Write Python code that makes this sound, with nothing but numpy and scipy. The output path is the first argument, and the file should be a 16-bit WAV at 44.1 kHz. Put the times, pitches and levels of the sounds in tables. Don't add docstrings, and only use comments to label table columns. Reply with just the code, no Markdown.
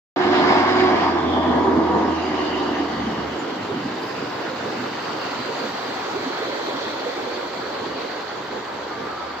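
import sys
import numpy as np
from scipy import signal
from scipy.fft import rfft, irfft, next_fast_len
from scipy.io import wavfile
from scipy.ndimage import uniform_filter1d, map_coordinates

SR = 44100
rng = np.random.default_rng(int(sys.argv[2]) if len(sys.argv) > 2 else 0)


def int16_out(signal):
    q = np.round(np.clip(np.atleast_2d(signal).T, -1, 1) * 32767)
    wavfile.write(sys.argv[1], SR, q.astype(np.int16))


N = 414540
TIME_S = np.arange(N) / SR


def amp(db):
    return 10 ** (np.asarray(db) / 20)


def unit(x):
    return x / np.sqrt(np.mean(x ** 2) + 1e-20)


def along(points, hz):
    freqs, values = np.transpose(points)
    return np.interp(np.log(hz + 1), np.log(freqs + 1), values)


def curves(rows):
    times, *columns = np.transpose(rows)
    return [np.interp(TIME_S, times, column) for column in columns]


def wobble(rate_hz):
    return map_coordinates(rng.standard_normal(int(N * rate_hz / SR) + 4), [TIME_S * rate_hz])


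def phase(hz):
    return 2 * np.pi * np.cumsum(hz * np.ones(N)) / SR


def swell(start_s, end_s, db, attack_s, release_s):
    early_s, late_s = np.maximum(start_s - TIME_S, 0), np.maximum(TIME_S - end_s, 0)
    return amp(db - 20 * (early_s / attack_s + late_s / release_s))


def step(at_s, takes_s):
    return .5 + .5 * np.tanh((TIME_S - at_s) / takes_s)


def filtered(x, response):
    size = next_fast_len(N + SR // 2)
    return irfft(rfft(x, size) * response(np.fft.rfftfreq(size, 1 / SR)), size)[..., :N]


# frequency_hz, correlation
WIDE_CORRELATION = [(60, 0.98), (130, 0.99), (290, 0.99), (640, 0.44), (1410, 0.56), (3100, 0.25),
                    (7000, -0.027), (15000, 0.022)]
def spread(pair, spectrum, correlation=WIDE_CORRELATION):
    def response(hz):
        angle = np.arccos(np.clip(along(correlation, hz), -1, 1)) / 2
        return amp(along(spectrum, hz)) * [np.cos(angle), np.sin(angle)]
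    mid, side = filtered(pair, response)
    return unit(np.array([mid + side, mid - side]))


def patchy(depth_db):
    spectra = signal.stft(rng.standard_normal((2, N)), nperseg=512)[2]
    patches = uniform_filter1d(rng.standard_normal(spectra.shape[1:]), size=7, axis=0)
    patches = unit(uniform_filter1d(patches, size=10, axis=1))
    return unit(signal.istft(spectra * amp(depth_db * patches), nperseg=512)[1][:, :N])


def hiss_band(hz, width_hz):
    carrier = phase(hz)
    band = lambda: wobble(2 * width_hz) * np.sin(carrier) + wobble(2 * width_hz) * np.cos(carrier)
    return unit(np.array([band(), band()]))


# frequency_hz, t60_s
BRIDGE_DECAY = [(100, 1), (1000, 0.84), (8000, 0.61)]
def bridge(x):
    hz, t, spectra = signal.stft(rng.standard_normal((2, SR * 3 // 4)), SR, nperseg=256)
    decay = amp(-60 * t / along(BRIDGE_DECAY, hz)[:, None])
    tail = signal.istft(spectra * decay, SR, nperseg=256)[1]
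    return signal.fftconvolve(x[None], tail / np.linalg.norm(tail[0]), axes=1)[:, :N]


# start_s, end_s, level_db
WISP_TIMES = [(4.02, 4.08, -57), (9.0, 9.08, -69)]
# frequency_hz, density_db
WISP_SPECTRUM = [(5000, -36), (10500, 0), (15000, 0.5)]
def wisps():
    envelope = sum(swell(*row, attack_s=.08, release_s=.2) for row in WISP_TIMES)
    return envelope * spread(patchy(depth_db=0.5), WISP_SPECTRUM)


def tick(at_s=3.392, pitch_hz=6900, level_db=-41, t60_s=0.15):
    age_s = np.maximum(TIME_S - at_s, 0)
    envelope = amp(level_db - 60 * age_s / t60_s) * (age_s > 0)
    return envelope * np.sin(phase(pitch_hz + 350 * np.exp(-age_s / 0.0037)))


# start_s, level_db, pitch_hz, glide_hz_per_s
WHINE_NOTES = [(8.915, -37, 1215, -700), (9.025, -38.5, 1185, -100), (9.075, -39, 1300, 3),
               (9.125, -38, 1210, -250), (9.18, -35.5, 1303, -11.5), (9.24, -37.5, 1215, -700)]
def whine(hold_s=0.049, echo_db=-7):
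    direct = np.zeros(N)
    for start_s, db, hz, glide in WHINE_NOTES:
        pitch_hz = hz + glide * np.clip(TIME_S - start_s, 0, 2 * hold_s)
        tone = unit(amp(1.2 * wobble(70)) * np.sin(phase(pitch_hz) + .35 * wobble(70)))
        direct += swell(start_s, start_s + hold_s, db, attack_s=.04, release_s=.06) * tone
    return (direct + amp(echo_db) * bridge(direct)) / np.hypot(1, amp(echo_db))


# frequency_hz, density_db
SHEET_SPECTRUM = [(500, -61.5), (1150, -18), (1400, -3.5), (1650, -3.5), (2000, 7), (2250, -2.5),
                  (2550, -5.5), (2900, 0.5), (3150, -1.5), (3500, -6), (3900, -5.5), (4200, -6.5),
                  (4600, -5.5), (5200, -9), (7000, -18.5), (10000, -83.5)]
def bumper_sheet():
    in_view = 1 - step(3.57, takes_s=0.077)
    envelope = in_view * swell(2.5, 2.5, db=-34.5, attack_s=2, release_s=2)
    return envelope * amp(0.54 * wobble(30)) * spread(patchy(depth_db=3.0), SHEET_SPECTRUM)


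# start_s, end_s, level_db, attack_s, release_s
RUMBLES = [(2.96, 3.15, -33.5, 0.17, 0.38), (3.692, 3.85, -33.5, 0.22, 0.28), (4.15, 4.5, -41, 0.28, 3.2),
           (8.899, 9.401, -49, 1, 1)]
# frequency_hz, density_db
RUMBLE_SPECTRUM = [(20, -35), (60, -20), (105, -2.5), (210, 2.5), (330, -2), (600, -44), (2000, -120)]
def rumble():
    envelope = sum(swell(*row) for row in RUMBLES) * amp(1.5 * wobble(14))
    return envelope * spread(patchy(depth_db=2.0), RUMBLE_SPECTRUM)


def rings(rows, attack_s, t60_s, rise_per_s, roughness=.75):
    out, t = np.zeros(N + SR), np.arange(SR // 3) / SR
    for start_s, db, hz in rows:
        flutter, jitter = [roughness * map_coordinates(k, [t * 90]) for k in rng.standard_normal((2, 64))]
        envelope = (1 - np.exp(-np.square(t / attack_s))) * amp(db - 60 * t / t60_s)
        tone = np.sin(2 * np.pi * hz * t * (1 + rise_per_s * t / 2) + jitter)
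        out[round(start_s * SR):][:len(t)] += envelope * (1 + flutter) * tone
    return out[:N]


# start_s, level_db, pitch_hz
AIR_POCKETS = [(5.44, -27, 475), (5.49, -27.5, 420), (5.635, -28, 273), (5.82, -30, 478), (5.86, -31, 271),
               (5.902, -25.5, 407), (6.149, -24, 380), (6.257, -24.5, 259), (6.3, -25, 373),
               (6.385, -23.5, 360), (6.41, -24, 438), (6.46, -24, 358), (6.675, -25.5, 424),
               (6.735, -24, 267), (7.06, -26, 477.8), (7.17, -30, 343), (7.36, -28, 350), (7.86, -29, 401)]
def gulps():
    return rings(AIR_POCKETS, attack_s=0.0054, t60_s=0.18, rise_per_s=1.7)


# start_s, level_db, pitch_hz
VAN_SLAPS = [(2.795, -17.5, 317), (2.965, -26, 270), (3.06, -22, 227.4), (3.69, -24.5, 396),
             (3.742, -21, 284), (3.85, -22.5, 253), (4.175, -30, 235), (4.432, -24.5, 333),
             (4.497, -29, 514), (4.765, -23.5, 246), (4.802, -25, 251), (4.845, -27, 289),
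             (4.935, -32.5, 305)]
def slaps():
    return rings(VAN_SLAPS, attack_s=0.006, t60_s=0.23, rise_per_s=0.068)


def passing_db(nearest_db, loss_share, lead_s=0):
    nearest_s, nearest_m, speed_m_per_s = 5.97, 7.5, 4.4
    distance_m = np.hypot(nearest_m, speed_m_per_s * (TIME_S + lead_s - nearest_s))
    return nearest_db - loss_share * 20 * np.log10(distance_m / nearest_m)


def bubbles(count, centre_hz, cycles, size_db):
    when, pitch, size, angle = rng.random((count, 4)).T[:, :, None]
    n = np.arange(384)
    turns = centre_hz * 4 ** (pitch - .5) * n / SR
    age = turns / cycles
    envelope = np.exp(-3 * age) * (1 - n / len(n)) * amp(size_db * np.minimum(-np.log(1 - size), 5))
    ring = envelope * np.sin(2 * np.pi * turns * (1 + 0.12 * np.minimum(age, 1)))
    at = ((when * N).astype(int) + n).ravel()
    panned = [ring * pan(2 * np.pi * angle) for pan in (np.cos, np.sin)]
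    return unit(np.array([np.bincount(at, channel.ravel(), N)[:N] for channel in panned]))


# time_s, centre_hz, level_db
HISS_UPPER = [(2.9, 4722, -64), (3.35, 4400, -54), (4.15, 4736, -46), (4.55, 4650, -51.5),
              (5.3, 4430, -40.5), (5.9, 4440, -44.5), (6.7, 4168, -40.5), (7.3, 4346, -44.5),
              (8.15, 4320, -43.5), (8.6, 4490, -54), (9.1, 4480, -48)]
HISS_LOWER = [(2.7, 3100, -63), (3.4, 3150, -45), (4.15, 2720, -46), (4.6, 2780, -46), (5.3, 2950, -41.5),
              (6.0, 3050, -48), (6.8, 3420, -42.5), (7.5, 3300, -48), (8.1, 3100, -46.5), (8.9, 3200, -53)]
def water_hiss(surge_db):
    def band(hz, db, width_hz):
        gain = amp(db + surge_db + .3 * wobble(10) + 1.7 * wobble(50))
        return gain * hiss_band(hz + 50 * wobble(12), width_hz)
    return band(*curves(HISS_UPPER), width_hz=430) + band(*curves(HISS_LOWER), width_hz=340)


# frequency_hz, density_db
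SPRAY_SPECTRUM = [(400, -64), (1900, 3), (2650, -5), (3100, -6.5), (3700, 0.5), (4500, -1.5), (5300, -7),
                  (6500, -11), (7700, -16), (8600, -33.5), (13000, -28), (15200, -21)]
def spray(surge_db):
    drops = patchy(depth_db=1.5) + amp(-12) * bubbles(6000, centre_hz=3830, cycles=12.5, size_db=1.5)
    level_db = passing_db(-36.5, loss_share=1) + surge_db + 0.55 * wobble(60)
    return amp(level_db) * spread(drops, SPRAY_SPECTRUM)


# frequency_hz, density_db
FOLD_SPECTRUM = [(150, -50), (300, -9), (380, -6.5), (490, -5), (570, -2.5), (720, -24), (2500, -120)]
def fold():
    envelope = swell(6.5, 6.5, db=-34, attack_s=0.5, release_s=5.5) * amp(1.2 * wobble(20))
    return envelope * spread(patchy(depth_db=1.5), FOLD_SPECTRUM)


# frequency_hz, density_db
RUSH_SPECTRUM = [(80, -67), (300, -33), (550, -6.5), (760, -4), (950, -2), (1200, -4), (1600, -5.5),
                 (2000, -11.5), (2500, -15.5), (3500, -18), (9000, -110)]
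def rush(surge_db):
    gurgle = patchy(depth_db=1.7) + amp(-13.5) * bubbles(12000, centre_hz=1295, cycles=18, size_db=1.2)
    return amp(passing_db(-30.5, loss_share=0.48) + surge_db) * spread(gurgle, RUSH_SPECTRUM)


# frequency_hz, density_db
CHURN_SPECTRUM = [(26, -64.5), (50, -49.5), (70, -22), (120, -11), (180, -10.5), (250, -2), (350, 0.5),
                  (480, -0.5), (640, -7), (800, -12.5), (1100, -16.5), (4000, -120)]
def churn(surge_db):
    level_db = passing_db(-32, loss_share=0.51, lead_s=0.4) + surge_db + 0.27 * wobble(11)
    return amp(level_db) * spread(patchy(depth_db=2.0), CHURN_SPECTRUM)


def bow_wave():
    surge_db = 0.2 * wobble(9.7) + 0.38 * wobble(35)
    return churn(surge_db) + fold() + rush(surge_db) + spray(surge_db) + water_hiss(surge_db)


# start_s, end_s, level_db, attack_s, release_s, pitch_hz, width_hz, glide_hz_per_s
TURBO_WHISTLES = [(.37, 0.418, -35.5, 0.22, .3, 3610, 901, -100),
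                  (0.402, 0.798, -46.5, .4, 0.24, 4930, 150.4, -200),
                  (0.847, 1.107, -45.5, .4, 0.056, 4860, 120, -450),
                  (.84, 1.09, -44.5, 0.45, 0.068, 3110, 328, 0),
                  (0.948, 1.224, -53, .15, .2, 5600, 150, -1000),
                  (1.348, 1.434, -36.5, 0.39, 0.38, 3350, 309.3, -60),
                  (2.151, 2.7, -41.5, 0.23, 1.6, 2890, 199.9, 110),
                  (2.197, 3.0, -48.5, 0.37, 0.48, 4740, 150, -330)]
def turbo():
    out = np.zeros((2, N))
    for start_s, *shape, hz, width_hz, glide in TURBO_WHISTLES:
        envelope = swell(start_s, *shape) * amp(1.8 * wobble(16))
        out += envelope * hiss_band(hz + glide * (TIME_S - start_s) + 45 * wobble(11), width_hz)
    return out


# start_s, end_s, level_db
FAN_SURGES = [(.2, .5, -23.5), (.56, .68, -28.5), (.78, .9, -21), (1.03, 1.15, -34), (2.04, 2.08, -27)]
# blade_rate_multiple, relative_db
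FAN_HARMONICS = [(1, 14.5), (2, -2.5), (3, -11.5), (4, -25.5)]
# start_s, end_s, level_db, blade_rate_multiple
FAN_HOWLS = [(0.297, 1.05, -36.5, 2), (0.448, .9, -31.5, 3), (1.35, 1.454, -33, 2), (1.48, 1.72, -31, 3),
             (1.916, 1.97, -27.5, 3), (2.063, 2.09, -32.5, 3)]
def fan(firing, blades_per_firing=3.875):
    blades = blades_per_firing * firing + 0.32 * wobble(15)
    tone = sum(amp(db + 1.6 * wobble(18)) * np.sin(k * (blades + 0.06 * wobble(60)))
               for k, db in FAN_HARMONICS)
    out = unit(tone) * sum(swell(*row, attack_s=0.12, release_s=0.14) for row in FAN_SURGES)
    for *span, multiple in FAN_HOWLS:
        flutter = amp(2.5 * wobble(45)) * (1 + .45 * np.cos(firing))
        howl = unit(flutter * np.sin(multiple * blades + .75 * wobble(40)))
        out += swell(*span, attack_s=0.27, release_s=0.13) * howl
    return out


CYLINDER_PULSES = [0.8, 0.12, 0.21, 0.13, 1.4, 0.34]
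# frequency_hz, correlation
TRUCK_CORRELATION = [(60, 1), (290, 0.96), (520, 0.29), (760, 0.81), (1150, 0.57), (1700, 0.2),
                     (3100, 0.47), (7000, 0.19)]
def combustion(firing, spectrum, scatter, gas_db, sharpness):
    at = np.flatnonzero(np.diff(firing // (2 * np.pi)))
    pulses = np.zeros(N)
    pulses[at] = np.resize(CYLINDER_PULSES, len(at)) + scatter * rng.standard_normal(len(at))
    gas = unit(patchy(depth_db=2.5) * np.exp(sharpness * np.cos(firing)))
    return spread(unit(bridge(pulses)) + amp(gas_db) * gas, spectrum, TRUCK_CORRELATION)


# frequency_hz, density_db
CLATTER_SPECTRUM = [(500, -85), (900, -46), (1350, -1.5), (1700, -0.5), (2200, -2.5), (2480, -10.5),
                    (2900, -8.5), (3800, -12), (5000, -14), (6000, -25.5), (7500, -32.5), (9000, -80.5),
                    (15000, -42)]
def clatter(firing, lifted, lift_db=-3):
    envelope = swell(0.4, 0.7, db=-25, attack_s=0.8, release_s=1.5)
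    envelope *= amp(lift_db * lifted + 0.78 * wobble(40))
    return envelope * combustion(firing, CLATTER_SPECTRUM, scatter=0.86, gas_db=2.5, sharpness=0.14)


# time_s, level_db
HUM_LEVEL = [(.16, -49.5), (.55, -37.5), (1.12, -41.5), (1.28, -34.5), (2.7, -48), (3.33, -45), (3.43, -74),
             (8.3, -63), (9.3, -53.5)]
def exhaust_hum(firing):
    gain = amp(curves(HUM_LEVEL)[0] + 2.4 * wobble(22))
    return gain * unit(np.sin(firing + 0.23 * wobble(40)))


# start_s, end_s, level_db, firing_rate_multiple
TRUCK_DRONES = [(0.29, 0.901, -31, 3), (.4, .62, -33.5, 11), (0.197, 1.083, -31.5, 8),
                (1.167, 1.191, -26, 4.1), (1.266, 1.575, -29, 3), (1.681, 1.694, -21.5, 4.67),
                (1.806, 1.84, -26, 3.9), (1.985, 2.138, -25, 3.9), (2.257, 2.8, -33.5, 4.67),
                (2.3, 2.85, -31.5, 3.7)]
def drones(firing):
    out = np.zeros(N)
    for *span, multiple in TRUCK_DRONES:
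        tone = amp(1.8 * wobble(25)) * unit(np.sin(multiple * firing + 0.26 * wobble(33)))
        out += swell(*span, attack_s=0.097, release_s=.06) * tone
    return out


# frequency_hz, density_db
PIPE_SPECTRUM = [(40, -38), (75, -33), (110, -18.5), (150, -12.5), (190, -8.5), (255, -1), (310, 1),
                 (385, -5), (440, -5.5), (550, -12), (680, -26), (900, -62.5), (2000, -120)]
def exhaust_boom(firing, load_db, lifted, throttle_db=-3, deep_db=3):
    in_deep_water = step(1.72, takes_s=.03) - step(2.05, takes_s=.03)
    level_db = -3 + 0.82 * load_db + throttle_db * (1 - lifted) + deep_db * in_deep_water
    gain = amp(level_db + 0.71 * wobble(9))
    return gain * combustion(firing, PIPE_SPECTRUM, scatter=0.59, gas_db=2, sharpness=0.11)


# frequency_hz, density_db
BLOCK_SPECTRUM = [(200, -68), (540, -11), (640, -0.5), (740, 1.5), (850, -1), (960, -0.5), (1070, -2),
                  (1180, 0.5), (1280, -10.5), (1410, -20), (1600, -11), (1850, -16), (2300, -38),
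                  (6000, -120)]
def block_roar(firing, load_db):
    gain = amp(load_db + .6 * wobble(18))
    return gain * combustion(firing, BLOCK_SPECTRUM, scatter=0.52, gas_db=-1, sharpness=0.4)


# time_s, firing_rate_hz
FIRING_RATE = [(.3, 93.32), (.75, 95.64), (.9, 94.7), (1.1, 85.62), (1.7, 82.92), (2.4, 80.6), (2.7, 78.6),
               (3.15, 73.28), (9.4, 75.7)]
# time_s, level_db
ENGINE_LOAD = [(.16, -24.5), (.42, -20), (1.08, -22), (1.16, -25), (1.4, -24), (2.09, -24), (2.15, -29),
               (2.8, -29), (3.2, -35), (3.5, -39), (5, -53), (9.4, -59)]
def truck():
    firing = phase(curves(FIRING_RATE)[0])
    load_db, = curves(ENGINE_LOAD)
    lifted = step(1.113, takes_s=.03)
    return (exhaust_hum(firing) + exhaust_boom(firing, load_db, lifted) + block_roar(firing, load_db)
            + clatter(firing, lifted) + drones(firing) + fan(firing))


def scene():
    return (truck() + turbo() + bumper_sheet() + rumble() + bow_wave() + slaps() + gulps()
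            + whine() + wisps() + tick())


# time_s, left_lead_ms
PORT_LEAD = [(.5, 0.14), (2, 0.055), (4.5, 0.013), (5.4, -0.027), (6.7, -0.13), (7.8, -0.028),
             (9.4, -0.013)]
# frequency_hz, left_minus_right_db
BALANCE_AHEAD = [(60, 0), (130, -1), (230, -0.5), (370, -6.5), (480, 4.5), (720, 2), (1150, -1),
                 (1700, -3.5), (3000, -2.5), (4400, -2), (8000, -7.5), (12000, 4.5)]
BALANCE_BELOW = [(60, -0.5), (110, -1), (200, -0.5), (380, -3.5), (520, -7.5), (720, 6.5), (1050, 2),
                 (1400, -5.5), (2380, 1), (4400, -3.5), (8000, -6.5), (12000, 5.5)]
def record(dry, start_s=.16, top_hz=15600):
    lead_samples = curves(PORT_LEAD)[0] * SR / 1000
    sides = np.array([[.5], [-.5]])
    turned = np.array([map_coordinates(x, [np.arange(N) + side * lead_samples], mode="nearest")
                       for x, side in zip(dry, sides)])
    ported = lambda balance: filtered(turned, lambda hz: amp(along(balance, hz) * sides))
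    below = step(2.6, takes_s=.4)
    heard = (1 - below) * ported(BALANCE_AHEAD) + below * ported(BALANCE_BELOW)
    opening = np.clip((TIME_S - start_s) / .002, 0, 1)
    return filtered(opening * heard, lambda hz: hz < top_hz)


dry = scene()
out = record(dry)
int16_out(out)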